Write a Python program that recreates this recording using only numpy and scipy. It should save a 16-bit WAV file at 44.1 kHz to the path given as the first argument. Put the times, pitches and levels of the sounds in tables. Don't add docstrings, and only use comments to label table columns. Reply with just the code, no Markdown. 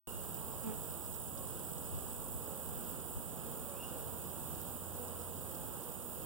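import sys
import numpy as np
from scipy import signal
from scipy.fft import rfft, irfft, next_fast_len
from scipy.io import wavfile
from scipy.ndimage import map_coordinates

SR = 44100
rng = np.random.default_rng(int(sys.argv[2]) if len(sys.argv) > 2 else 0)


def unload_audio(sound):
    columns = np.transpose(np.atleast_2d(sound))
    steps = np.round(np.clip(columns, -1, 1) * 32767)
    wavfile.write(sys.argv[1], SR, steps.astype(np.int16))


N = 275625
PORT_DELAY_S = .00048


def amp(db):
    return np.exp(np.asarray(db) * (np.log(10) / 20))


def unit(x):
    return x / np.sqrt(np.mean(x ** 2) + 1e-20)


def clock():
    return np.arange(N) / SR


def along(points, hz):
    freqs, values = np.transpose(points)
    return np.interp(np.log(hz + 1), np.log(freqs + 1), values)


def curves(rows):
    times, *columns = np.transpose(rows)
    return [np.interp(clock(), times, column) for column in columns]


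def wobble(rate):
    coarse = np.linspace(0, N / SR, 4000)
    knots = rng.standard_normal(4096)
    return np.interp(clock(), coarse, map_coordinates(knots, [coarse * rate], mode="wrap"))


def swell(at, half_s, order=2):
    return np.exp(-np.abs((clock() - at) / half_s) ** order / 2)


def cycles(hz):
    return np.cumsum(hz) / SR


def tone(hz):
    return np.sin(2 * np.pi * cycles(hz))


def filtered(x, response):
    size = next_fast_len(N + SR // 4)
    return irfft(rfft(x, size) * response(np.fft.rfftfreq(size, 1 / SR)), size)[..., :N]


def noise(colour):
    return unit(filtered(rng.standard_normal(N), lambda hz: amp(along(colour, hz))))


def noise_pair(colour):
    return np.array([noise(colour), noise(colour)])


def panned(x, right_db):
    return x * amp(np.array([[-right_db], [right_db]]) / 2)


def scattered(x, t60, wet_db):
    t = np.arange(SR // 2) / SR
    tail = rng.standard_normal((2, len(t))) * amp(-60 * t / t60)
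    tail /= np.linalg.norm(tail[0])
    return x + amp(wet_db) * signal.fftconvolve(x[None], tail, axes=1)[:, :N]


def air():
    # (frequency [Hz], density [dB])
    colour = [(25, -27), (50, 1.5), (75, 1), (170, 3), (250, -6), (320, -7.5), (500, -13.5), (750, -16.5),
              (1150, -19.5), (1600, -21), (2200, -35), (2850, -26), (3800, -29), (6000, -35), (16000, -29)]

    def mid_side_gains(hz):
        coherence = np.clip(1.045 * np.sinc(2 * hz * PORT_DELAY_S), -1, 1)
        angle = np.arccos(coherence) / 2
        return np.array([np.cos(angle), np.sin(angle)])

    mid, side = filtered(noise_pair(colour), mid_side_gains)
    return amp(-45.5 + 1.02 * wobble(5.6)) * panned(np.array([mid + side, mid - side]), right_db=5.5)


def breeze():
    # (frequency [Hz], density [dB])
    buffet = [(8, -10), (22, 12), (45, 14), (68, 19), (100, 15.5), (200, 2), (400, -41), (1200, -63),
              (4000, -74)]
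    # (time [s], level [dB])
    puffs = [(1.96, -37), (2.37, -44), (2.78, -47), (3.175, -42)]
    push = amp(-52 - .75 * clock() + 1.9 * wobble(11))
    push += sum(amp(db) * swell(at, half_s=.017) for at, db in puffs)
    return push * panned(noise_pair(buffet), right_db=-6.5)


def engine():
    # (time [s], firing rate [Hz], level [dB])
    drift = [(0, 87.8, -54), (1.9, 87.15, -46), (3.3, 80, -58), (4, 81.7, -47), (4.7, 86.5, -44.5),
             (5.15, 88, -39.5), (5.45, 88, -44), (5.7, 85.5, -61), (6.25, 87.9, -45)]
    firing_hz, level_db = curves(drift)
    drone = tone(firing_hz + .6 * wobble(9))
    return amp(level_db + wobble(6.4)) * drone


def whine():
    return amp(-71.5 + 2.6 * wobble(3)) * tone(857 + 2 * wobble(15))


def bird(top_hz=2850, slur_hz=480, slur_s=.11, attack_s=.065, release_s=.0056):
    # (top of the slur [s], level [dB])
    whistles = [(.03, -50.5), (3.846, -54.5)]
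    song = np.zeros(N)
    for at, db in whistles:
        before, after = np.maximum(at - clock(), 0), np.maximum(clock() - at, 0)
        pitch_hz = top_hz - slur_hz * np.minimum(before / slur_s, 2) ** 1.7
        phase = 2 * np.pi * cycles(pitch_hz * (1 + .024 * wobble(400)))
        whistle = np.sin(phase) + amp(-15) * np.sin(2 * phase)
        song += amp(db) * np.exp(-before / attack_s - after / release_s) * whistle
    return scattered(song, t60=.75, wet_db=2)


def far_crickets():
    # (centre [Hz], width [Hz], relative level [dB])
    bands = [(6700, 400, -11.5), (7170, 280, -7), (7780, 280, -2.5), (8230, 460, -1.3), (8700, 380, -2),
             (9530, 600, -3), (10150, 560, -2), (10780, 150, -3)]
    chorus = np.zeros((2, N))
    for centre, width, db in bands:
        white = rng.standard_normal((2, N))
        band = filtered(white, lambda hz: 1 / np.sqrt(1 + (2 * (hz - centre) / width) ** 4))
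        chorus += amp(db + .59 * wobble(18)) * band
    return amp(-55) * panned(unit(chorus), right_db=14)


def strokes(rate_hz, jitter, duty=.12):
    turns = cycles(rate_hz * (1 + .025 * wobble(5))) + jitter * wobble(45)
    position = turns % 1 - .5
    return unit(np.exp(-(position / duty) ** 2)), position


def hissing_crickets(attack_s=.06, release_s=.027, growth_db_per_s=1):
    # (frequency [Hz], density [dB])
    hiss_colour = [(7000, -60), (11000, -13), (12000, -10), (13000, -7.5), (13800, -6), (14400, -4),
                   (14800, 0), (15800, .5), (16300, -60)]
    # (start [s], end [s], final level [dB], singer's own resonance [Hz])
    phrases = [(.1, 1.2, -51, 15400), (.3, 1.43, -54, 14200), (2.07, 2.93, -50, 13100),
               (3.97, 4.8, -51, 13050), (5.45, 6.19, -52, 13200)]
    # (time [s], level [dB])
    clicks = [(2.757, -39), (2.896, -35), (2.914, -39), (3.58, -41)]
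    singing = np.zeros(N)
    for start, end, db, wing_hz in phrases:
        _, position = strokes(rate_hz=58.2, jitter=.04)
        age = position + .5
        snap = amp(3 + 4 * wobble(58)) * np.exp(-age / .045)
        scrape = snap + np.exp(-age / .14) + .3
        wing = filtered(noise(hiss_colour), lambda hz: amp(8 / (1 + ((hz - wing_hz) / 380) ** 2)))
        left_s = end - clock()
        gate = np.clip((clock() - start) / attack_s, 0, 1) * np.clip(left_s / release_s, 0, 1)
        singing += gate * amp(db - growth_db_per_s * left_s) * unit(scrape * wing)
    spikes = sum(amp(db) * swell(at, half_s=.00046) for at, db in clicks)
    bed = amp(-46.5 + .6 * wobble(12) + 1.1 * wobble(300))
    hiss = (bed + spikes) * noise(hiss_colour)
    return np.array([np.zeros(N), singing + hiss])


def near_crickets():
    # (frequency [Hz], density [dB])
    buzz_colour = [(8500, -40), (9300, -20), (9700, -7), (9900, -1), (10050, 0), (10300, -9), (10700, -24),
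                   (11500, -40)]
    scrape, position = strokes(rate_hz=50.7, jitter=.07, duty=.125)
    tooth_hz = 7840 - 400 * position + 35 * wobble(400)
    trill = unit(scrape * amp(.9 * wobble(50)) * tone(tooth_hz))
    scrape, _ = strokes(rate_hz=67.5, jitter=.05, duty=.25)
    buzz = unit((scrape + .9) * noise(buzz_colour))
    rise = swell(at=1.54, half_s=1.38, order=3)
    duet = amp(-63 + 10.3 * rise) * trill + amp(-63 + 9.5 * rise) * buzz
    return np.array([np.zeros(N), duet])


def crawling(count=110, tick_half_s=.0022):
    # (time [s], level [dB])
    ticks = [(.908, -56), (1.065, -56), (1.127, -56), (1.148, -54), (1.38, -53), (1.736, -58), (2.464, -59)]
    # (frequency [Hz], density [dB])
    colour = [(1500, -30), (3500, -3), (5500, 0), (8000, -2), (16000, -10)]
    patter = [(when * N / SR, -63 + 4 * force) for when, force in rng.random((count, 2))]
    touches = np.zeros(N)
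    for at, db in ticks + patter:
        touches[int(at * SR)] = amp(db)
    envelope = signal.fftconvolve(touches, signal.windows.gaussian(1001, tick_half_s * SR), "same")
    return envelope * panned(noise_pair(colour), right_db=-3)


def steady_bee():
    return amp(-55.5 + 2 * wobble(4)) * tone(240 + .8 * wobble(8))


def wingbeat(pitch_hz, overtones, bearing, scatter_db, count=26, size=32768):
    harmonic_hz = np.arange(1, count + 1) * pitch_hz.mean()
    gains = amp(along(overtones, harmonic_hz) + scatter_db * rng.standard_normal(count))
    partials = gains * np.exp(2j * np.pi * rng.random(count))
    stroke = unit(irfft(np.append(0, partials), size))
    turns = cycles(pitch_hz)
    lead = bearing * PORT_DELAY_S * pitch_hz / 2
    return stroke[(np.array([turns - lead, turns + lead]) * size).astype(int) % size]


def bees(pitch_hz, spread, wander, swell_db, count):
    # (frequency [Hz], relative level [dB])
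    overtones = [(170, -1), (235, -1.5), (330, -3), (450, .5), (560, -1), (700, -9), (1050, -8),
                 (1300, -10.5), (1600, -18), (2200, -25), (3000, -23), (6000, -33)]
    crowd = np.zeros((2, N))
    for detune in np.linspace(-1, 1, count):
        own_hz = pitch_hz * np.exp(spread * detune + wander * wobble(4) + .022 * wobble(60))
        nearness = amp(swell_db * wobble(3.535))
        crowd += nearness * wingbeat(own_hz, overtones, bearing=rng.uniform(-.035, .75), scatter_db=3)
    return unit(crowd)


def colony(calm_hz=230.14, hurry_hz_per_db=4):
    # (time [s], rise over its calm hum [dB])
    stir = [(0, 0.25), (.5, 2.5), (1.1, 0), (2.1, .5), (2.5, 2), (3.1, 1), (3.55, 3.5), (4, 3),
            (4.45, -1.5), (5, 2), (5.6, 0.5), (6.25, .5)]
    stir_db, = curves(stir)
    flying = bees(calm_hz + hurry_hz_per_db * stir_db, spread=.15, wander=.035, swell_db=1.8, count=32)
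    fanning = bees(pitch_hz=179.27, spread=.1, wander=.03, swell_db=3, count=9)
    return panned(amp(-56 + stir_db) * flying + amp(-57) * fanning, right_db=4.5)


def flybys(sag_hz_per_s=25):
    # (time [s], wingbeat [Hz], level [dB], half length [s], upper overtone lift [dB])
    passes = [(.49, 220, -54.5, .085, 11), (0.889, 232, -56, .05, 0), (1.41, 272.8, -56.5, .06, 11),
              (1.82, 271.5, -59, 0.044, 2), (2.23, 280, -59, .06, 9), (2.43, 236.5, -56, .08, -4),
              (2.539, 272.5, -56, .08, -2), (2.95, 272.8, -55.5, .065, -2), (3.5, 229, -53.5, .08, 0),
              (3.7, 280, -55.5, .069, -2), (3.9, 250.5, -55.5, .07, 4), (3.96, 290.3, -57, .05, -2),
              (4.1, 227.3, -54.5, .06, 0), (5.0, 243.6, -54, .06, 0), (5.21, 236.5, -53.5, .085, -3),
              (5.84, 238.2, -56, .073, -2), (6.07, 226, -55, 0.047, -2)]
    # (frequency [Hz], relative level [dB])
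    near_wing = [(235, -3), (480, 0), (560, 0), (720, -14), (1050, -11), (1500, -20), (2200, -26),
                 (6000, -34)]
    # (frequency [Hz], share of the lift [0-1])
    bite = [(700, 0), (1000, 1), (1200, 1), (1700, .2), (3000, 0)]
    passing = np.zeros((2, N))
    for at, beat_hz, db, half_s, lift_db in passes:
        near = np.abs(clock() - at) < 4 * half_s
        overtones = [(hz, level + lift_db * along(bite, hz)) for hz, level in near_wing]
        gain = amp(db) * swell(at, half_s)[near] / np.sqrt(2)
        glide_hz = beat_hz - sag_hz_per_s * (clock()[near] - at)
        for detune in (-.012, .012):
            own_hz = glide_hz * (1 + detune + .016 * wobble(35)[near])
            passing[:, near] += gain * wingbeat(own_hz, overtones, bearing=rng.random(), scatter_db=2.5)
    return panned(passing, right_db=5.5)


def darting_bee(at=.692, half_s=.0423, beat_hz=216.1, sag_hz=8.1):
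    # (harmonic [number], relative level [dB])
    close_wing = [(1, 5.5), (2, -2), (3, -21), (4, -11.5), (5, -27), (6, -19), (7, -28), (8, -23),
                  (11, -25), (13, -28), (17, -37), (26, -46)]
    # (frequency [Hz], density [dB])
    rasp_colour = [(300, -10), (700, 0), (1500, -4), (3000, -9), (4500, -20), (12000, -32)]
    pitch_hz = beat_hz - sag_hz * np.tanh((clock() - at) / half_s / 2)
    phase = 2 * np.pi * cycles(pitch_hz * (1 + .013 * wobble(220)))
    buzz = np.zeros(N)
    for k in range(1, 27):
        gain = amp(along(close_wing, k) + 1.8 * wobble(89.8))
        buzz += gain * np.cos(k * phase + .16 * k * rng.standard_normal())
    rasp = unit(np.exp(2 * np.cos(phase)) * noise(rasp_colour))
    approach = amp(-26) * swell(at, half_s=.31)
    nearness = swell(at, half_s, order=4) + approach
    return amp(-46 + wobble(120)) * nearness * panned(buzz + amp(-21) * rasp, right_db=13.5)


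def scene():
    hive = colony() + flybys() + darting_bee() + steady_bee() + crawling()
    meadow = near_crickets() + hissing_crickets() + far_crickets() + bird()
    return hive + meadow + air() + breeze() + engine() + whine()


def record(dry, start_s=.072, top_hz=15800):
    # (frequency [Hz], share [0-1])
    crossfeed = [(30, .72), (1000, .8), (2100, .82), (4000, .64), (6000, .5), (8000, .54), (10000, .58),
                 (11500, .22), (15000, .1)]
    share = lambda hz: np.clip(along(crossfeed, hz), 0, .95)
    trim = lambda hz: 1 / np.sqrt(1 + share(hz) ** 2)
    delay = lambda hz: np.exp(-2j * np.pi * hz * PORT_DELAY_S)
    crossed = filtered(dry[::-1], lambda hz: trim(hz) * share(hz) * delay(hz))
    wide = filtered(dry, trim) - crossed
    return filtered(wide * (clock() > start_s), lambda hz: hz < top_hz)


dry = scene()
out = record(dry)
unload_audio(out)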